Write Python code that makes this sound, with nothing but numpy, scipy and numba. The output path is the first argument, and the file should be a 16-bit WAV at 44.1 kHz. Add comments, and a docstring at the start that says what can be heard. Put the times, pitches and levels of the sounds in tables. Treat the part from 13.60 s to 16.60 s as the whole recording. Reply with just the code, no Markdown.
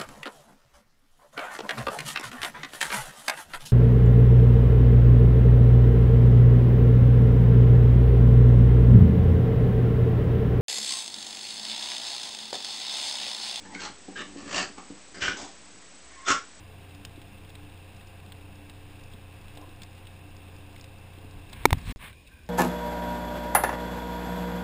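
"""Two dogs wrestle on a carpet a few metres from a small camera: breathy huffs and snorts are noise chopped
by a fluttering throat and shaped by gliding mouth resonances, with pinched squeaks and a nasal whistle as tones.
Paws thud and scuff by ringing the modes of the floor; teeth clack as a noise tick plus one decaying ring.
A furnished room answers briefly with a noise tail; the camera adds hiss, wavering drones and a thin whine."""
import sys
import numpy as np
from scipy import signal
from scipy.fft import rfft, irfft
from scipy.io import wavfile
from scipy.ndimage import uniform_filter1d
from numba import njit

SR = 44100
rng = np.random.default_rng(int(sys.argv[2]) if len(sys.argv) > 2 else 0)


def dump(signal):
    """Clip the signal to [-1, 1] and save it as 16-bit WAV at the path in sys.argv[1]."""
    limited = np.clip(np.atleast_2d(signal).T, -1, 1)
    pcm = np.round(limited * 32767).astype(np.int16)
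    wavfile.write(sys.argv[1], SR, pcm)


def natural_amplitude(level_db):
    """Convert a level in decibels to a linear amplitude factor, elementwise."""
    exponent = np.asarray(level_db, float) / 20
    return 10 ** exponent


N = 132300
T = np.arange(N) / SR

# Spectral shape of the steady hiss: pitch_hz, relative level_db
AIR_SPECTRUM = [(25, -8), (60, -1), (110, -5), (200, -2.5), (330, -2), (600, -3), (1200, -5.5), (2500, -6),
                (4500, -8.5), (7600, -7.5), (8300, -10), (9000, -16.5)]
# Faint household tones: pitch_hz, width_hz, level_db (rms)
DRONES = [(56.5, 1.4, -64), (292.6, 12, -72.5), (532.6, 11, -77.5)]
# Comb of thin high tones: pitch_hz of each
WHINE_HZ = [7822, 7852, 7882, 7912, 8088, 8118, 8148, 8178]
# The same tones: level_db (rms) of each
WHINE_DB = [-71, -63, -64, -73, -76, -66, -67, -76]
# Ringing modes of the padded floor: pitch_hz, relative level_db, t60_s
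FLOOR_MODES = [(64, -1, 0.29), (120, -3, 0.23), (200.7, -7, 0.079), (300.6, -1, 0.054), (343, -7.5, 0.046),
               (417, -11, 0.057), (511, -13.5, 0.043), (770, -13.5, 0.046)]
# Shuffling of paws over time: time_s, level_db (rms)
SCUFF_LEVELS = [(0.0, -52.5), (0.52, -60), (0.83, -45.5), (0.97, -45), (1.14, -58), (1.3, -80), (1.4, -62),
                (1.59, -53), (1.74, -49), (1.92, -59.5), (2.43, -67), (3.0, -69)]
# Breath effort, one list per huff: time_s, effort_db
HUFF_EFFORTS = [
    [(0.04, -56), (0.06, -50.5), (0.088, -68), (0.132, -45.5), (0.14, -42)],
    [(0.135, -40.5), (0.153, -50.5), (0.173, -55), (0.191, -53.5), (0.199, -40.5), (0.261, -39.5),
     (0.34, -75)],
    [(0.55, -48), (0.568, -42.5), (0.616, -39), (0.666, -80), (0.686, -57), (0.7, -51)],
    [(0.74, -62.5), (0.784, -50.5), (0.84, -54), (0.97, -29), (1.03, -35.5), (1.072, -71), (1.13, -55.5)],
    [(1.16, -45), (1.17, -63), (1.178, -46.5), (1.212, -57.5), (1.29, -67)],
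    [(1.535, -63), (1.547, -45.5), (1.567, -48.5), (1.597, -48), (1.605, -42)],
    [(1.6, -40), (1.624, -27.5), (1.676, -32.5), (1.682, -31.5), (1.765, -49)],
    [(1.76, -43.5), (1.818, -46), (1.976, -66), (1.98, -63)],
    [(2.47, -73), (2.492, -74), (2.496, -60), (2.556, -60), (2.566, -60), (2.594, -54.5), (2.624, -62),
     (2.65, -46)],
    [(2.645, -48), (2.657, -47), (2.679, -24), (2.711, -22), (2.783, -52.5), (2.8, -61)],
]
# Throat, one row per huff: flutter_hz, flutter_depth (0-1)
THROATS = [(60, .4), (65, .5), (70, .3), (58, .65), (75, .6), (70, .4), (80, .4), (70, .5), (60, .3),
           (65, .45)]
# Breath balance, one row per huff: open_hiss_db at the peak, chest_db
BREATH_MIX = [(-7, -3.5), (-3.5, -8), (-6, -6), (-1.5, -7.5), (-3, 1), (-4, -4.5), (-7, -14), (2.5, -9),
              (-16, -17.5), (-5, -16.5)]
# Mouth and nose resonances, one list per huff: pitch_hz at mid-huff, width_hz, level_db, glide_hz_per_s
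MOUTHS = [
    [(870, 180, 10.5, -1000), (1840, 250, 6, 4004)],
    [(860, 250, -5, 3), (1416, 410, 0.5, -3000), (2180, 600, -2, 797), (3130, 600, -0.5, 3),
     (4250, 600, -0.5, -2), (5840, 1500, 0, -1)],
    [(1156, 240, -0.5, -2000), (1810, 240, 1, 992), (2340, 710, -3.5, 0), (2954, 230, 1.5, 3),
     (3640, 440, -1.5, 7), (5300, 600, -14.5, 3)],
    [(578, 180, -2.5, 704), (1218, 230, -2.5, 494), (1756, 260, 1, -300), (2770, 660, 0.5, -2),
     (4540, 670, -2.5, -11), (5830, 1500, -4, -1), (7400, 1100, -4.5, -6)],
    [(787, 210, 10.5, -500), (1250, 150, 4, 2), (2250, 320, 5.5, -4), (2850, 470, -5, -1)],
    [(1480, 270, 0, -1500), (2130, 310, -9, -8), (3000, 300, -10, -1.5), (4860, 570, -4, -2)],
    [(1240, 150, -15, 996.5), (1560, 190, -2, 200.5), (2040, 360, -5.5, -5), (2380, 140, -7, 4),
     (3005, 580, 0, 0), (5450, 1300, -5.5, 0.5), (6080, 1100, -8.5, -7.5)],
    [(740, 210, 2, -900), (1780, 470, -11, 0.5), (3400, 450, -3.5, -4), (5000, 810, -6.5, 0.5),
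     (6400, 800, -4, 3)],
    [(1080, 81, 0.5, -300), (1450, 120, -17, -2), (1870, 320, 2, 5)],
    [(1080, 97, -6, 0), (1362, 220, 0.5, 303), (1940, 460, -7.5, 1000.5), (2830, 680, -5.5, 3),
     (3570, 670, -10.5, 0), (4230, 220, -17.5, 3), (5450, 700, -6.5, 2), (6680, 1100, -6.5, 0)],
]
# Spectral shape of the open breath hiss: pitch_hz, relative level_db
HISS_SPECTRUM = [(100, -25), (400, 0.5), (1500, -3.5), (3800, -5.5), (5500, -4), (7800, -3.5), (9000, -15)]
# Brief pinched tones in the breath: start_s, length_s, pitch_hz, peak_db
SQUEAKS = [(.095, 0.046, 876, -47), (.135, 0.011, 747, -40), (.19, 0.023, 1560, -37.5),
           (.255, 0.021, 870, -39), (.556, 0.043, 1634, -32.5), (.158, 0.023, 1488, -43.5),
           (1.555, .03, 1494, -49.5), (1.69, 0.032, 1488, -30), (2.655, .03, 3520, -40)]
# Teeth meeting: start_s, level_db, ring_hz
CLACKS = [(0.15, -28.5, 2166), (1.178, -45.5, 1185), (1.544, -57, 1500), (1.681, -17, 1515),
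          (2.225, -51.5, 1920)]
# Paws landing: start_s, level_db, boom_db (level change of the lowest floor modes, negative thins the boom)
LANDINGS = [(0.154, -31.5, -33), (0.208, -42, -28), (0.294, -38, -11), (0.482, -25.5, -46),
            (0.518, -32.5, -34), (0.585, -48, -20), (0.756, -27, -29), (0.999, -51, -23), (1.097, -37, -30),
            (1.3, -29, -20.5), (1.566, -34, -26), (1.613, -37, -5), (1.677, -35, -5.5), (1.826, -33, -29),
            (2.038, -50, -12), (2.698, -30.5, -7.5)]
# Thin nasal whistle before the last snort: time_s, pitch_hz, level_db, octave_db
WHISTLE = [(2.5, 1022, -73, -75), (2.54, 1113, -58, -56), (2.566, 1111, -58, -86),
           (2.602, 1064, -57, -51.5), (2.65, 1080, -53, -67), (2.66, 1040, -58, -70)]


def level(x, db):
    """Scale to an rms level."""
    return x * natural_amplitude(db) / np.sqrt(np.mean(x ** 2))


def add(out, x, start_s):
    """Mix x in from a start time."""
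    i = int(start_s * SR)
    out[i:i + len(x)] += x[:len(out) - i]


def coloured(points, n):
    """Noise whose spectrum follows (Hz, dB) points joined on a log frequency axis."""
    hz, db = np.array(points).T
    bins_hz = np.arange(n // 2 + 1) * SR / n + 1
    gain = natural_amplitude(np.interp(np.log(bins_hz), np.log(hz), db))
    return irfft(rfft(rng.standard_normal(n)) * gain, n)


def band(x, hz, width_hz):
    """Two-pole resonance, gain 1 at the centre."""
    return signal.lfilter(*signal.iirpeak(hz, hz / width_hz, SR), x)


def slow_noise(n, size):
    """Noise smoothed over size samples, at unit rms, for unsteady pitch."""
    return level(uniform_filter1d(rng.standard_normal(n), size=size), 0)


def ring(hz, t60_s, n):
    """One struck mode: a sine that falls 60 dB in t60_s."""
    t = np.arange(n) / SR
    return np.sin(2 * np.pi * hz * t) * np.exp(-np.log(1000) * t / t60_s)


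@njit
def sweep(x, hz, width_hz):
    """State-variable resonance whose centre moves, gain 1 at the centre."""
    y, band_state, low_state = np.empty(len(x)), 0., 0.
    for i in range(len(x)):
        g, k = np.tan(np.pi * hz[i] / SR), width_hz / hz[i]
        v = (band_state + g * (x[i] - low_state)) / (1 + g * (g + k))
        band_state, low_state, y[i] = 2 * v - band_state, low_state + 2 * g * v, k * v
    return y


def camera():
    """Hiss of room and electronics, drones of narrow noise that waver, a comb of thin high sines."""
    hiss = level(coloured(AIR_SPECTRUM, N), -51)
    drones = sum(level(band(rng.standard_normal(N), hz, width_hz), db) for hz, width_hz, db in DRONES)
    whine = np.zeros(N)
    for hz, db in zip(WHINE_HZ, WHINE_DB):
        whine += natural_amplitude(db) * np.sqrt(2) * np.sin(2 * np.pi * (hz * T + rng.random()))
    return hiss + drones + whine


def floor_thud(boom_db, chance):
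    """Floor modes rung through soft padding; chance varies each mode's level and tuning."""
    n, pad_s, boom_top_hz = 12000, .003, 150
    thud = np.zeros(n)
    for k, (hz, db, t60_s) in enumerate(FLOOR_MODES):
        mode_db = db + 2 * chance[0, k] + boom_db * (hz < boom_top_hz)
        thud += (-1) ** k * natural_amplitude(mode_db) * ring(hz * (1 + 0.0072 * chance[1, k]), t60_s, n)
    return thud * (1 - np.exp(-T[:n] / pad_s))  # padding softens the onset


def scuffs():
    """Many light random taps ring the floor as the paws shuffle."""
    taps_per_s, spread_db = 500, 2
    hits = rng.random(N) < taps_per_s / SR
    taps = hits * natural_amplitude(spread_db * rng.exponential(size=N)) * rng.standard_normal(N)
    thud = floor_thud(-17, np.zeros((2, len(FLOOR_MODES))))
    shuffle = level(signal.fftconvolve(taps, thud)[:N], 0)
    return shuffle * natural_amplitude(np.interp(T, *np.array(SCUFF_LEVELS).T))


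def flutter(hz, depth, n):
    """Loose folds let the air through in puffs of uneven spacing and strength."""
    jitter, scatter_db, puff_decay = .18, 2, .35  # decay in fractions of a puff
    chance = rng.standard_normal((80, 2))
    period = SR / hz
    starts = np.cumsum(np.exp(jitter * chance[:, 0])) * period - period * 2
    phase = np.interp(np.arange(n), starts, np.arange(len(starts)))
    puffs = np.exp(-(phase % 1) / puff_decay) * natural_amplitude(scatter_db * chance[phase.astype(int), 1])
    puffs = level(uniform_filter1d(puffs, size=130), 0)
    depth = np.clip(depth, 0, 1)
    return 1 - depth + depth * puffs


def formant(x, hz, width_hz):
    """Two moving resonances in a row give steep skirts; gain offsets the width."""
    return sweep(sweep(x, hz, 1. * width_hz), hz, 2. * width_hz) / np.sqrt(width_hz)


def vocal_tract(x, mouth, lean_s):
    """Gliding mouth and nose resonances in parallel, with alternating polarity."""
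    return sum((-1) ** k * natural_amplitude(db) * formant(x, hz + glide * lean_s, width_hz)
               for k, (hz, width_hz, db, glide) in enumerate(mouth))


def chest(x):
    """One broad fixed low resonance."""
    return formant(x, np.full(len(x), 260.), 260)


def huffs():
    """Turbulent breath, chopped by the throat, through each slowly changing mouth shape and the chest."""
    out, n = np.zeros(N), SR // 2
    for rows, (flutter_hz, depth), (hiss_db, chest_db), mouth in zip(HUFF_EFFORTS, THROATS, BREATH_MIX, MOUTHS):
        times_s, efforts_db = np.array(rows).T
        start_s, end_s = times_s[0], times_s[-1]
        t = np.arange(n) / SR + start_s
        fade = np.clip(np.minimum(t - start_s, end_s - t) / 0.011, 0, 1)
        effort = natural_amplitude(np.interp(t, times_s, efforts_db)) * fade
        gate = flutter(flutter_hz, depth, n)
        air = rng.standard_normal(n) * gate
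        lean_s = np.minimum(t, end_s) - (start_s + end_s) / 2  # time from mid-huff, held after the end
        # Dividing by the steady response keeps the effort in charge of level
        voiced = vocal_tract(air * effort, mouth, lean_s) / np.std(vocal_tract(air, mouth, lean_s))
        body = natural_amplitude(chest_db) * chest(air * effort) / np.std(chest(air))
        brightness = (effort / effort.max()) ** 0.23  # harder breath is brighter
        hiss = level(coloured(HISS_SPECTRUM, n), hiss_db) * np.sqrt(gate) * effort * brightness
        add(out, voiced + body + hiss, start_s)
    return out


def squeaks():
    """Pinched breath tones with a wandering phase; each swells fast and dies more slowly."""
    out, wander_rad = np.zeros(N), .5
    for start_s, length_s, hz, db in SQUEAKS:
        t = T[:int(length_s * SR)]
        drift = slow_noise(4000, 150)[:len(t)]
        swell = np.sin(np.pi * np.sqrt(t / length_s)) ** 2
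        add(out, natural_amplitude(db) * swell * np.sin(2 * np.pi * hz * t + wander_rad * drift), start_s)
    return out


def teeth():
    """Short hard clacks: a tick of noise and one ring."""
    out, n = np.zeros(N), 6000
    for start_s, db, hz in CLACKS:
        tick = .5 * rng.standard_normal(n) * np.exp(-T[:n] / .001)
        add(out, natural_amplitude(db) * (ring(hz, .035, n) + tick), start_s)
    return out


def landings():
    """Paws push the padded floor; some landings keep more of the low floor boom."""
    out = np.zeros(N)
    for start_s, db, boom_db in LANDINGS:
        chance = rng.standard_normal((2, len(FLOOR_MODES)))
        add(out, natural_amplitude(db) * floor_thud(boom_db, chance), start_s)
    return out


def whistle():
    """A slightly unsteady tone and its octave."""
    s, hz, db, octave_db = np.array(WHISTLE).T
    pitch_hz = np.interp(T, s, hz) * (1 + 0.023 * slow_noise(N, 400))
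    phase = 2 * np.pi * np.cumsum(pitch_hz) / SR
    fade = np.clip(np.minimum(T - s[0], s[-1] - T) / .015, 0, 1)
    tone = natural_amplitude(np.interp(T, s, db)) * np.sin(phase)
    octave = natural_amplitude(np.interp(T, s, octave_db)) * np.sin(2 * phase)
    return fade * (tone + octave)


def room(x):
    """Diffuse decaying noise tail, fullest in the mids, after a short gap."""
    t60_s, tail_db, gap_s = 0.24, -4, 0.00577
    t = T[:SR // 2]
    tail = coloured([(50, -2.0), (1000, 3), (9000, -1.5)], len(t))
    tail *= np.exp(-np.log(1000) * t / t60_s) * (t > gap_s)
    tail *= natural_amplitude(tail_db) / np.sqrt(np.sum(tail ** 2))
    return x + signal.fftconvolve(x, tail)[:N]


def scene():
    """Dogs in the room over the camera's own noise."""
    dogs = scuffs() + huffs() + squeaks() + teeth() + landings() + whistle()
    return (room(dogs) + camera())[None]


def band_limit(x):
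    """A steep low-pass at the top of the band."""
    return signal.sosfilt(signal.butter(12, 9290, fs=SR, output="sos"), x)


def record(dry):
    """The top rolls off steeply, the deepest bass is lost, and a small constant offset is added."""
    low_pass = signal.cheby1(8, 1, 8150, fs=SR, output="sos")
    high_pass = signal.butter(2, 45, "high", fs=SR, output="sos")
    mix = signal.sosfilt(high_pass, signal.sosfilt(low_pass, dry))
    return band_limit(mix - .0024)


dry = scene()
out = record(dry)
dump(out)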